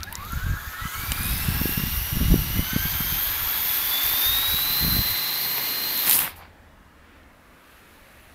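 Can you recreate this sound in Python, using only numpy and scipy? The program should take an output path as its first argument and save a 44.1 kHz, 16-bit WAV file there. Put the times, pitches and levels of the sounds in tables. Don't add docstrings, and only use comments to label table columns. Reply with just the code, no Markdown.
import sys
import numpy as np
from scipy import signal
from scipy.fft import irfft, next_fast_len
from scipy.io import wavfile
from scipy.ndimage import uniform_filter1d

SR = 44100
rng = np.random.default_rng(int(sys.argv[2]) if len(sys.argv) > 2 else 0)


def rack_gain(trim_db):
    fader = np.asarray(trim_db, float)
    return 10 ** (fader / 20)


def dump_mix(stems):
    frames = np.atleast_2d(stems).T
    limited = np.clip(frames, -1, 1)
    pcm = np.round(limited * 32767).astype(np.int16)
    wavfile.write(sys.argv[1], SR, pcm)


N = 368097


def evened(x):
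    return x / np.sqrt(np.mean(x ** 2) + 1e-20)


def read(shape, hz):
    f, db = np.transpose(shape)
    return np.interp(np.log(hz + 1), np.log(f), db, left=-80, right=-80)


def curves(rows):
    s, *columns = np.vstack(rows).T
    t = np.arange(N) / SR
    gate = np.interp(t, [s[0] - .02, s[0], s[-1], s[-1] + .02], [0, 1, 1, 0])
    return [gate] + [np.interp(t, s, c) for c in columns]


def bursts(rows, rise_db, fall_db):
    t = np.arange(N) / SR
    power = 0
    for s, length, db in rows:
        early_s, late_s = np.maximum(s - t, 0), np.maximum(t - s - length, 0)
        power = power + rack_gain(db - rise_db * early_s - fall_db * late_s) ** 2
    return np.sqrt(power)


def add(mix, s, sound):
    part = mix[round(s * SR):][:len(sound)]
    part += sound[:len(part)]


def resonate(x, hz, width):
    turn = np.exp(2j * np.pi * np.cumsum(hz * np.ones(len(x))) / SR)
    r = np.exp(-np.pi * width / SR)
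    return 2 * (turn * signal.lfilter([(1 - r) ** 2], [1, -2 * r, r * r], x / turn)).real


def drift(hz):
    size = next_fast_len(N, True)
    f = np.fft.rfftfreq(size, 1 / SR)
    spectrum = rng.standard_normal((len(f), 2)) @ [1, 1j] / (1 + (f / hz) ** 4)
    return evened(irfft(spectrum, size)[:N])


def noise(shape, patchy_db, grain_db=0., size=512):
    x = rng.standard_normal(N) * rack_gain(grain_db * drift(1200))
    hz, t, z = signal.stft(x, SR, nperseg=size, noverlap=size * 3 // 4)
    patches = uniform_filter1d(rng.standard_normal(z.shape), size=8, axis=0)
    patches = evened(uniform_filter1d(patches, size=20, axis=1))
    z = z * rack_gain(read(shape, hz)[:, None] + patchy_db * patches)
    return evened(signal.istft(z, nperseg=size, noverlap=size * 3 // 4)[1][:N])


def throb(turns, depth):
    return 1 + np.clip(depth, 0, 1) * np.cos(2 * np.pi * turns)


def clicks(rows, t60, port_t60, crack=0.39, width=2470):
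    port_hz, port_width_hz = 12500, 4900
    out, t = np.zeros(N), np.arange(1500) / SR
    for (s, db, hz, port_db), burst in zip(rows, rng.standard_normal((len(rows), len(t)))):
        puff = burst * rack_gain(-60 * t / t60)
        body = resonate(puff, hz, width) + crack * (0.15 * puff + 1.9 * (t == 0))
        port = resonate(burst * rack_gain(-60 * t / port_t60), port_hz, port_width_hz)
        click = body / abs(body).max() + rack_gain(port_db) * port / abs(port).max()
        add(out, s, rack_gain(db) * click / abs(click).max())
    return out


def gear_whine(mesh_hz, octaves, turns):
    # (frequency [Hz], level [dB])
    mesh_body = [(900, -49), (1500, -45.5), (2050, -53.5), (2400, -45.5), (3300, -44), (3600, -36),
                 (3720, -27.5), (4300, -29.5)]
    twice_body = [(1200, -46), (2050, -48), (2400, -67), (4000, -60), (4700, -50), (6200, -49), (7300, -59),
                  (8600, -58)]
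    # (start [s], length [s], level [dB])
    bites = [(.13, .2, -46.5), (.42, 0.15, -46), (.81, 0.077, -45), (1.07, .2, -44), (1.72, 0.11, -44),
             (2.55, 0.16, -46), (2.8, 0.049, -44), (3.02, 0.19, -44), (3.4, .1, -47), (3.93, 0.1, -30.5),
             (4.24, 0.045, -27), (5.72, 0.16, -34.5)]
    shaft_orders = (5, 6, 7, 11, 13, 15, 30)
    shaft_levels = (-55.5, -57.5, -50.5, -75, -67.5, -73, -73)
    # (start [s], length [s], level [dB])
    sings = [
        [(.9, 0.11, -50), (2.67, 0.2, -38), (2.95, 0.42, -46.5), (4.25, 0.15, -44), (5.05, 0.19, -46),
         (5.4, 0.35, -48.5)],
        [(.8, 0.24, -51), (1.5, 0.23, -42.5), (4.4, 0.29, -48)],
        [(.79, 0.04, -52), (1.0, 0.03, -48), (2.52, 0.37, -46.5), (5.05, 0.16, -53), (5.5, 0.28, -50)],
        [(5.4, 0.66, -49)],
        [(4.45, 0.2, -52)],
        [(2.716, .06, -53)],
        [(.88, .2, -56)],
    ]
    # (multiple of mesh [1], level to mesh line [dB])
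    side_lines = [(.3, -18), (.4, -17), (0.799, -17.5), (.9, -11.5), (0.941, -9.5), (1.057, -9.5),
                  (1.099, -11), (1.3, -16.5), (1.2, -19), (1.4, -19), (1.501, -24), (1.6, -19.5)]
    # (multiple of mesh [1], level to twice the mesh [dB])
    twice_sides = [(1.9, -12.5), (1.942, -3), (2.1, -5.5), (2.95, -8.5), (3.058, -9)]
    # (multiple of mesh [1], level to the line [dB], width [Hz])
    skirts = [(1, -5, 180), (2, -1.5, 240)]
    away_s, away_db_per_s = 4.95, 14.5
    shaft_db_per_octave, sing_db_per_s = 7.5, 122.5
    twice_sides_db_per_octave = 30
    pinion_teeth, main_teeth = 10, 140
    mesh_turn = .62

    t, rotor = np.arange(N) / SR, turns / main_teeth
    mesh_db = read(mesh_body, mesh_hz) - away_db_per_s * np.clip(t - away_s, 0, .6)
    twice = rack_gain(read(twice_body, 2 * mesh_hz))
    lines = [(1, np.hypot(rack_gain(mesh_db), bursts(bites, 170, 121))), (2, twice)]
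    for k, db, rows in zip(shaft_orders, shaft_levels, sings):
        steady = rack_gain(db + shaft_db_per_octave * octaves)
        sing = bursts(rows, 2 * sing_db_per_s, sing_db_per_s)
        lines.append((k / pinion_teeth, np.hypot(steady, sing)))
    for k, db in side_lines:
        lines.append((k, rack_gain(np.minimum(mesh_db, -35) + db)))
    slow_db = twice_sides_db_per_octave * np.minimum(octaves + 0.18, 0)
    for k, db in twice_sides:
        lines.append((k, twice * rack_gain(db + slow_db)))

    slack = np.clip(.95 - mesh_hz / 4200, .15, .45)
    whine = np.zeros(N)
    for k, gain in lines:
        start_turn = mesh_turn if k == 1 else rng.random()
        flutter_db = 1.2 + 6 * slack - 1.0 * (k == 1)
        beat = throb(rotor + start_turn, slack) * rack_gain(flutter_db * drift(30))
        wander = (.057 * k + .2 * slack * (k != 1)) * drift(70)
        whine += gain * beat * np.sqrt(2) * np.cos(2 * np.pi * (k * turns + wander))
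    for (k, db, width), (_, gain) in zip(skirts, lines):
        skirt = evened(resonate(rng.standard_normal(N), k * mesh_hz, width))
        whine += np.minimum(gain, rack_gain(-38)) * rack_gain(db) * skirt
    return whine


def loose_canopy(rotor):
    # (start [s], length [s], level [dB])
    shakes = [(.5, 0.065, -39.5), (.7, .03, -42), (.8, 0.16, -39), (1.0, .25, -43)]
    # (frequency [Hz], width [Hz], level [dB])
    shudder = [(1102, 72, -2), (1312, 74, 5), (1445, 41, 6.5), (1633, 66, 3.5)]
    # (start [s], length [s], level [dB])
    hums = [
        [(2.58, .02, -48), (2.7, 0.1, -47), (2.88, .04, -49), (3.9, .4, -43)],
        [(.05, .1, -55), (.24, 0.092, -56), (.45, .1, -56), (1.03, .03, -52), (1.25, 0.12, -43)],
        [(.76, .03, -55), (.87, .02, -44.5), (.94, .02, -48), (.995, .01, -49), (1.025, .01, -50)],
    ]
    # (frequency [Hz], width [Hz])
    hum_modes = [(4590, 150), (3800, 130), (3010, 300)]
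    jolt_turn = 0.11
    jolts = rng.standard_normal(N) * throb(rotor + jolt_turn + .08 * drift(8), .3) ** 2
    shaking = evened(sum(rack_gain(db) * resonate(jolts, hz, width) for hz, width, db in shudder))
    out = bursts(shakes, 100, 95) * shaking
    for rows, (hz, width) in zip(hums, hum_modes):
        out += bursts(rows, 200, 150) * evened(resonate(jolts, hz, width))
    return out


def frame_rattle(rotor):
    # (frequency [Hz], width [Hz], level [dB])
    frame = [(1139, 130, -0.5), (1361, 72, 5), (1458, 98, 3.5), (1622, 200, 2.5)]
    lift_s, loose_db_per_s = 4.8, 25
    knocks = rng.standard_normal(N) * throb(2 * rotor + 0.37 * drift(8.3), 0.29) * rack_gain(2.6 * drift(34.16))
    rattle = evened(sum(rack_gain(db) * resonate(knocks, hz, width) for hz, width, db in frame))
    return rack_gain(-loose_db_per_s * np.maximum(np.arange(N) / SR - lift_s, 0)) * rattle


def blade_wash(low_db, high_db):
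    # (frequency [Hz], level per Hz [dB])
    wash_low = [(120, -30), (200, -0.5), (580, -6.5), (892, 2.5), (1370, -2.5), (2000, 4), (3340, -3),
                (4030, -9), (5000, -9.5), (6500, -49), (11000, -120)]
    wash_high = [(2060, -21), (3500, 3.5), (4560, 0.5), (5360, -4.5), (6400, -6), (8530, -10),
                 (11000, -3.5), (14300, -46), (22000, -120)]
    return rack_gain(low_db) * noise(wash_low, 0.91) + rack_gain(high_db) * noise(wash_high, 1.56, 1.4)


def tip_hiss(mesh_hz, smear_db):
    # (frequency [Hz], level per Hz [dB])
    port_colour = [(3530, -13), (6000, -8), (7670, -18.5), (8690, -14), (10400, -7.5), (12200, 4),
                   (12800, 8), (14300, 4.5), (15700, -4.5)]
    # (multiple of mesh [1], level [dB], width [Hz])
    smears = [(3, -9, 640), (3.5, -23, 1300), (4, -1.5, 1100), (5, -15, 11000), (6, -21.5, 8000)]
    lift_hz, fade_hz = 11300, 14000
    air = rng.standard_normal(N) * rack_gain(0.64 * drift(900))
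    smear = np.zeros(N)
    for k, db, width in smears:
        band_hz = k * mesh_hz
        sunk_db = abs(band_hz - np.clip(band_hz, lift_hz, fade_hz)) / 150
        band = evened(resonate(air, band_hz, width))
        smear += rack_gain(db + 0.85 * read(port_colour, band_hz) - sunk_db) * band
    return noise(port_colour, 0.93, 1.6) + rack_gain(smear_db) * smear


def helicopter():
    # (time [s], gear mesh [Hz])
    speed = [(0, 640), (.3, 1326), (.5, 1598), (.77, 1855), (1.0, 2268), (1.2, 2412), (1.45, 2680),
             (2.05, 2858), (2.47, 2862), (2.85, 3155), (3.15, 3164), (3.35, 3275), (4.15, 3570),
             (4.8, 4088), (5.2, 4058), (5.45, 4132), (5.9, 4145), (6.1, 4050)]
    # (time [s], change of mesh [Hz], width [s])
    surges = [(2.88, 35, .05), (3.33, 45, .1), (3.62, -30, .1), (3.98, -25, .09), (4.83, 15, .05),
              (.76, -35, .05), (.9, -40, .05), (6.1, -60, .05)]
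    # (time [s], blade load [dB], tooth chatter [dB])
    load = [(0, -58, 5), (.36, -44, -4), (.56, -47, 20), (.93, -39.5, 16), (1.07, -35, 4),
            (1.35, -30.5, -8), (1.7, -31.5, -19), (2.0, -34.5, -4), (2.62, -33.5, -8), (2.85, -29.5, -8),
            (3.51, -28.5, -3), (4.25, -25, -29), (4.49, -27.5, 1), (5.93, -29.5, 0), (6.1, -25, -9)]
    full_db, full_hz = -30, 3200
    pinion_teeth, main_teeth, tail_ratio = 10, 140, .058
    gate, mesh_hz = curves(speed)
    on, tip_db, smear_db = curves(load)
    t, octaves = np.arange(N) / SR, np.log2(mesh_hz / full_hz)
    mesh_hz = mesh_hz + sum(hz * np.exp(-((t - s) / width) ** 2) for s, hz, width in surges)
    turns = np.cumsum(mesh_hz * (1 + 0.002016 * drift(43.5))) / SR
    rotor, tail, shaft = turns / main_teeth, turns * tail_ratio, turns / pinion_teeth

    load_db = tip_db - full_db
    low_db = -37 + 0.59 * load_db + 1.65 * octaves
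    high_db = -37.5 + 0.65 * load_db + 0.78 * octaves
    rattle_db = -42.5 + 0.36 * load_db + .1 * octaves

    whine = gear_whine(mesh_hz, octaves, turns) + loose_canopy(rotor)
    swish = throb(2 * rotor, 0.064) * throb(tail, 0.014)
    wash = swish * (blade_wash(low_db, high_db) + rack_gain(rattle_db) * frame_rattle(rotor))
    tips = rack_gain(tip_db) * tip_hiss(mesh_hz, smear_db) * throb(tail, 0.11) * throb(shaft, 0.1)
    tips = tips * throb(rotor, 0.067) * rack_gain(1.1 * drift(2.7) + 0.76 * drift(7.1))
    return gate * whine + on * (wash + tips)


def garden():
    # (frequency [Hz], level per Hz [dB])
    traffic = [(11, -57), (18, -18), (81, -14.5), (108, -23), (255, -21), (358, -26), (430, -28.5),
               (529, -27.5), (1750, -28.5), (9000, -60.5), (11700, -89.5), (19800, -120)]
    hiss = [(2940, -32), (5000, -2.5), (7370, -2), (7770, -2.5), (8630, -3.5), (15700, -3.5)]
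    leaves = [(2350, -8), (4000, 0.5), (5050, -7), (5730, -7), (8060, -8), (10900, -1.5), (12100, -1.5),
              (15600, -6.5)]
    steps = [(500, -14), (900, -5), (1500, 0.5), (2500, 0), (3100, -6.5), (6000, -22)]
    # (start [s], length [s], level [dB])
    breeze = [
        (0, 7.2, -74),
        (7.72, .7, -60),
    ]
    feet = [(0, 0.24, -50), (6.41, 0.021, -60), (7.07, 0.1, -57.5), (7.5, 0.17, -61.5), (7.72, 0.57, -58)]
    # (start [s], length [s], level [dB], first pitch [Hz], last pitch [Hz])
    drone = [(4.603, 0.21, -48, 136, 130), (5.17, 0.53, -52, 146.8, 131), (6.16, 0.37, -54.5, 81.5, 84),
             (6.5, 0.67, -58.5, 80.6, 75), (8.15, .2, -60, 66.7, 70)]
    traffic_db, hiss_db = -52, -71
    out = rack_gain(traffic_db) * noise(traffic, 1.6, size=2048) + rack_gain(hiss_db) * noise(hiss, 0.547)
    out += bursts(breeze, 31, 30) * noise(leaves, 1.6, 1.47)
    out += bursts(feet, 120, 110) * noise(steps, 1.54, 1.4)
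    for s, length, db, first_hz, last_hz in drone:
        hz = np.interp(np.arange(N) / SR, [s, s + length], [first_hz, last_hz])
        tone = np.sqrt(2) * np.sin(2 * np.pi * np.cumsum(hz) / SR)
        out += bursts([(s, length, db)], 152, 70) * tone
    return out


def wind():
    # (start [s], length [s], level [dB], sharpness [dB])
    gusts = [(0, 0.31, -38.5, -11), (0.327, 0.24, -28, -20), (0.6, 0.22, -44, -21),
             (0.814, 0.054, -34.5, -17), (0.96, 0.2, -31, -14), (1.18, 0.36, -27.5, -11),
             (1.565, 0.33, -34.5, -5.5), (1.772, 0.079, -28.5, -7.5), (1.908, .14, -31, -16),
             (2.13, 0.12, -23.5, -8), (2.302, 0.05, -16.5, -5), (2.432, 0.2, -29.5, -6),
             (2.72, 0.47, -33, -13.5), (3.086, 0.1, -44, -25), (3.25, 0.22, -37.5, -19),
             (3.547, 0.37, -49.5, -8), (4.048, 0.059, -36, -29), (4.263, 0.28, -39, -25),
             (4.505, 0.24, -42.5, -8), (4.822, 0.056, -28, -2), (4.908, 0.08, -30, -1.5),
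             (5.045, 0.064, -35.5, -20), (5.553, 0.45, -67, 8)]
    # (frequency [Hz], level per Hz [dB])
    gust_low = [(15, -5.5), (45, 6), (90, 3), (150, -10.5), (300, -43)]
    gust_high = [(80, -22), (150, 9), (250, -1), (450, -20), (900, -26)]
    # (time [s], peak [dB], pitch [Hz])
    thumps = [(0.332, -21, 172), (0.461, -17, 100), (0.494, -23, 114), (0.514, -20.5, 103),
              (0.538, -29, 192), (0.852, -21, 131), (1.034, -26, 184), (1.119, -23, 143),
              (1.253, -24, 139.4), (1.283, -25, 166), (1.334, -24.5, 194), (1.483, -11, 118),
              (1.498, -19, 109), (1.546, -22.5, 174), (1.568, -26, 116), (1.614, -12, 195),
              (1.656, -12, 252), (1.692, -19, 215), (1.775, -13, 140), (1.798, -19, 170), (1.834, -14, 133),
              (1.874, -23, 199), (2.128, -20, 124), (2.154, -20, 125), (2.169, -14, 135), (2.188, -32, 135),
              (2.209, -11, 167), (2.229, -17, 182), (2.28, -11.5, 107), (2.316, -24, 124),
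              (2.341, -4.5, 230), (2.356, -11, 158), (2.385, -29, 94), (2.412, -18, 88), (2.444, -31, 159),
              (2.497, -18.5, 109), (2.569, -18, 139), (2.592, -12.5, 204), (2.732, -16.5, 170),
              (2.762, -7, 185), (2.853, -18, 146), (2.931, -25, 121), (3.004, -17, 152), (3.046, -28, 222),
              (3.121, -19, 118), (4.54, -23, 130), (4.809, -22, 119), (4.825, -18.5, 234),
              (4.846, -13, 182), (4.864, -18, 170), (4.88, -21, 173), (4.923, -22, 173), (4.948, -16, 111),
              (4.965, -18.5, 196), (4.985, -15, 89), (5.009, -22, 114)]
    rise_db_per_s, fall_db_per_s = 1500, 240
    lumps = drift(23.7)
    low = evened(noise(gust_low, 0.07, size=2048) * rack_gain(3.5 * lumps))
    high = evened(noise(gust_high, .1, size=2048) * rack_gain(4.0 * lumps))
    low_rows = [(s, length, db) for s, length, db, _ in gusts]
    high_rows = [(s, length, db + sharp_db) for s, length, db, sharp_db in gusts]
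    out = bursts(low_rows, rise_db_per_s, fall_db_per_s) * low
    out += bursts(high_rows, rise_db_per_s, fall_db_per_s) * high
    for (s, peak_db, hz), phase in zip(thumps, rng.random(len(thumps))):
        u = np.arange(round(1.6 * SR / hz)) * hz / SR
        swell = np.hanning(len(u))
        blow = np.cos(2 * np.pi * (u + phase)) + 0.24 * swell ** 4 * np.cos(2 * np.pi * 2.1 * u)
        add(out, s - .002, rack_gain(peak_db - 1.5) * swell * blow)
    return out


def case_ticks():
    # (time [s], peak [dB], pitch [Hz], port ring to it [dB])
    ticks = [(0.0054, -27, 3300, -27), (0.0322, -13, 4930, -37), (0.0384, -24, 3830, -6),
             (0.0864, -43, 3900, 2), (0.1258, -20.5, 2800, -4), (0.154, -12, 6100, -30),
             (0.2500, -26, 6600, 6), (0.3215, -24.5, 6640, 7), (1.1192, -9.5, 8500, -14),
             (1.1192, -7.5, 3340, -20), (1.1193, -14, 5800, -20)]
    return clicks(ticks, 0.011, 0.014, crack=0.52)


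def skids():
    # (start [s], length [s], level [dB])
    buzz = [
        [(0.31, .03, -51), (0.42, 0.31, -52), (.88, .1, -48)],
        [(1.24, 0.04, -37), (1.3, 0.24, -41.5)],
        [(1.5, .06, -49), (1.63, 0.13, -33)],
    ]
    # (frequency [Hz], width [Hz], decay from tap to tap [dB])
    buzz_rings = [(6600, 1200, 5), (10300, 2600, 26), (13200, 3500, 22)]
    # (time [s], peak [dB], pitch [Hz], port ring to it [dB])
    taps = [(1.1444, -25, 12300, -7), (1.1764, -22, 12800, -8), (1.2114, -20, 13400, -8),
            (1.2456, -18, 11200, -8), (1.2564, -17, 11200, -8), (1.2665, -13.5, 11100, -10),
            (1.2764, -22, 11200, -8), (1.2864, -21, 12000, -8), (1.2994, -23, 11600, -8),
            (1.3104, -20, 9850, -8), (1.3224, -20, 12900, -8), (1.3344, -18, 11300, -8),
            (1.3444, -21, 12600, -8), (1.3664, -21, 10500, -8), (1.3788, -26, 10800, -8),
            (1.3788, -16, 11000, -8), (1.4014, -22, 13100, -8), (1.4124, -22, 11500, -8),
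            (1.4224, -22, 13300, -8), (1.4444, -20, 11000, -8), (1.4564, -21, 13300, -8),
            (1.4784, -21, 13200, -8), (1.499, -19, 13200, -8), (1.5224, -19, 13100, -8),
            (1.5434, -17, 11600, -8), (1.5594, -21, 12600, -8), (1.6317, -18, 13200, -8),
            (1.6487, -16, 13200, -8), (1.6806, -14, 13300, -8), (1.6974, -16, 12100, -8),
            (1.7114, -19, 12800, -8)]
    buzz_hz, taps_db, tap_t60_s = 90, -3.5, .012
    turns = np.cumsum(buzz_hz * (1 + 0.25 * drift(36))) / SR
    size_db = 2.0 * rng.standard_normal(N)[turns.astype(int)]
    air = rng.standard_normal(N) * rack_gain(size_db)
    out = rack_gain(taps_db) * clicks(taps, tap_t60_s, tap_t60_s, crack=0., width=1600)
    for rows, (hz, width, fade_db) in zip(buzz, buzz_rings):
        ring = evened(resonate(air * rack_gain(-fade_db * (turns % 1)), hz, width))
        out += bursts(rows, 120, 200) * ring
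    return out


def soft_knocks():
    # (time [s], peak [dB], pitch [Hz], port ring to it [dB])
    knocks = [
        (5.5807, -19.5, 2200, -60),
        (5.5807, -20.5, 790, -60),
        (7.233, -51, 3200, -60),
        (7.239, -41, 500, -59),
    ]
    return clicks(knocks, .012, .01, crack=0., width=1500)


def crash():
    # (start [s], length [s], level [dB])
    downwash = [(5.6, 0.43, -46.5)]
    # (time [s], level [dB])
    thrash = [(6.04, -48), (6.07, -26.5), (6.115, -21.5), (6.145, -18), (6.195, -23), (6.245, -28),
              (6.295, -40.5), (6.35, -63)]
    # (start [s], length [s], level [dB])
    last_flick = [(6.365, 0.016, -49)]
    thuds = [(6.075, 0.18, -30.5)]
    tip_over = [(6.3, 0.026, -48), (6.37, .01, -53), (6.395, 0.03, -45.5), (6.445, 0.0088, -55)]
    # (frequency [Hz], level per Hz [dB])
    shred_colour = [(2940, -33), (5000, -14.5), (5770, -17), (6560, -18.5), (7280, -16), (8050, -16),
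                    (13000, -3.5), (15600, -11.5)]
    thud_colour = [(88, -41), (150, 3), (292, 1.5), (597, -8.5), (792, 5), (1390, 1), (1820, 2.5),
                   (3660, 0), (4780, -10), (8000, -26.5), (10400, -41), (17600, -120)]
    settle_colour = [(300, -19), (900, 6.5), (1300, -2), (2200, -1), (3200, -11), (4600, -8), (5500, -22),
                     (9000, -35.5)]
    # (time [s], peak [dB], pitch [Hz], port ring to it [dB])
    strikes = [(5.9764, -15, 8500, -3), (6.0656, -15, 5500, 3), (6.0724, -13, 8500, 3),
               (6.0782, -7.5, 2400, 8), (6.0855, -17.5, 8000, 2.5), (6.096, -2.5, 8500, 10),
               (6.103, -11, 8140, -6.5), (6.1112, -2.5, 12500, 9), (6.1112, -7, 4000, -20),
               (6.1176, -16.5, 7500, 6), (6.1218, -8.5, 3640, -0.5), (6.1297, -5, 3500, -3),
               (6.1332, -7, 12800, -0.5), (6.1407, -11, 8500, 8), (6.148, -9.5, 4950, -4),
               (6.1545, -9.5, 8840, 5), (6.1598, -11.5, 2200, 3), (6.172, -16.5, 9500, 9),
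               (6.1771, -20, 8500, 2.5), (6.1908, -3.5, 2600, 1.5), (6.2018, -11, 2280, -0.5),
               (6.208, -14, 4000, 0), (6.2214, -28, 4000, 5), (6.2446, -16.5, 2500, 6),
               (6.3683, -41, 8000, 4)]
    out = bursts(downwash, 32, 200) * evened(resonate(rng.standard_normal(N), 327, 380))
    gate, db = curves(thrash)
    shred_gain = gate * rack_gain(db) + bursts(last_flick, 1500, 370)
    out += shred_gain * noise(shred_colour, 1.5, 1.3, size=256)
    out += bursts(thuds, 650, 224) * noise(thud_colour, 1.7, 3.0, size=256)
    out += bursts(tip_over, 400, 250) * noise(settle_colour, 2.5, 3.0, size=256)
    return out + clicks(strikes, t60=.006, port_t60=.008)


def scene():
    mono = helicopter() + garden() + wind() + case_ticks() + skids() + soft_knocks() + crash()
    return np.array([mono, mono])


def band_limit(x):
    return signal.sosfilt(signal.butter(12, 16490, fs=SR, output="sos"), x)


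def record(dry):
    # (middle [s], level to the treble [dB])
    slips = [(.209, -20), (2.926, -12), (3.32, -9), (3.715, -13), (7.802, -12)]
    slip_s, treble_hz, edge_hz = 1024 / SR, 4500, 15720
    bright = signal.sosfilt(signal.butter(8, treble_hz, "high", fs=SR, output="sos"), dry[0])
    t = np.arange(N) / SR
    side = np.zeros(N)
    for s, db in slips:
        side += rack_gain(db) * np.cos(np.pi / 2 * np.clip((t - s) / slip_s, -1, 1)) * bright
    edge = signal.firwin(1023, edge_hz, window=("kaiser", 9), fs=SR)
    mix = signal.oaconvolve(dry + np.array([side, -side]), edge[None], "same")
    return band_limit(mix)


dry = scene()
out = record(dry)
dump_mix(out)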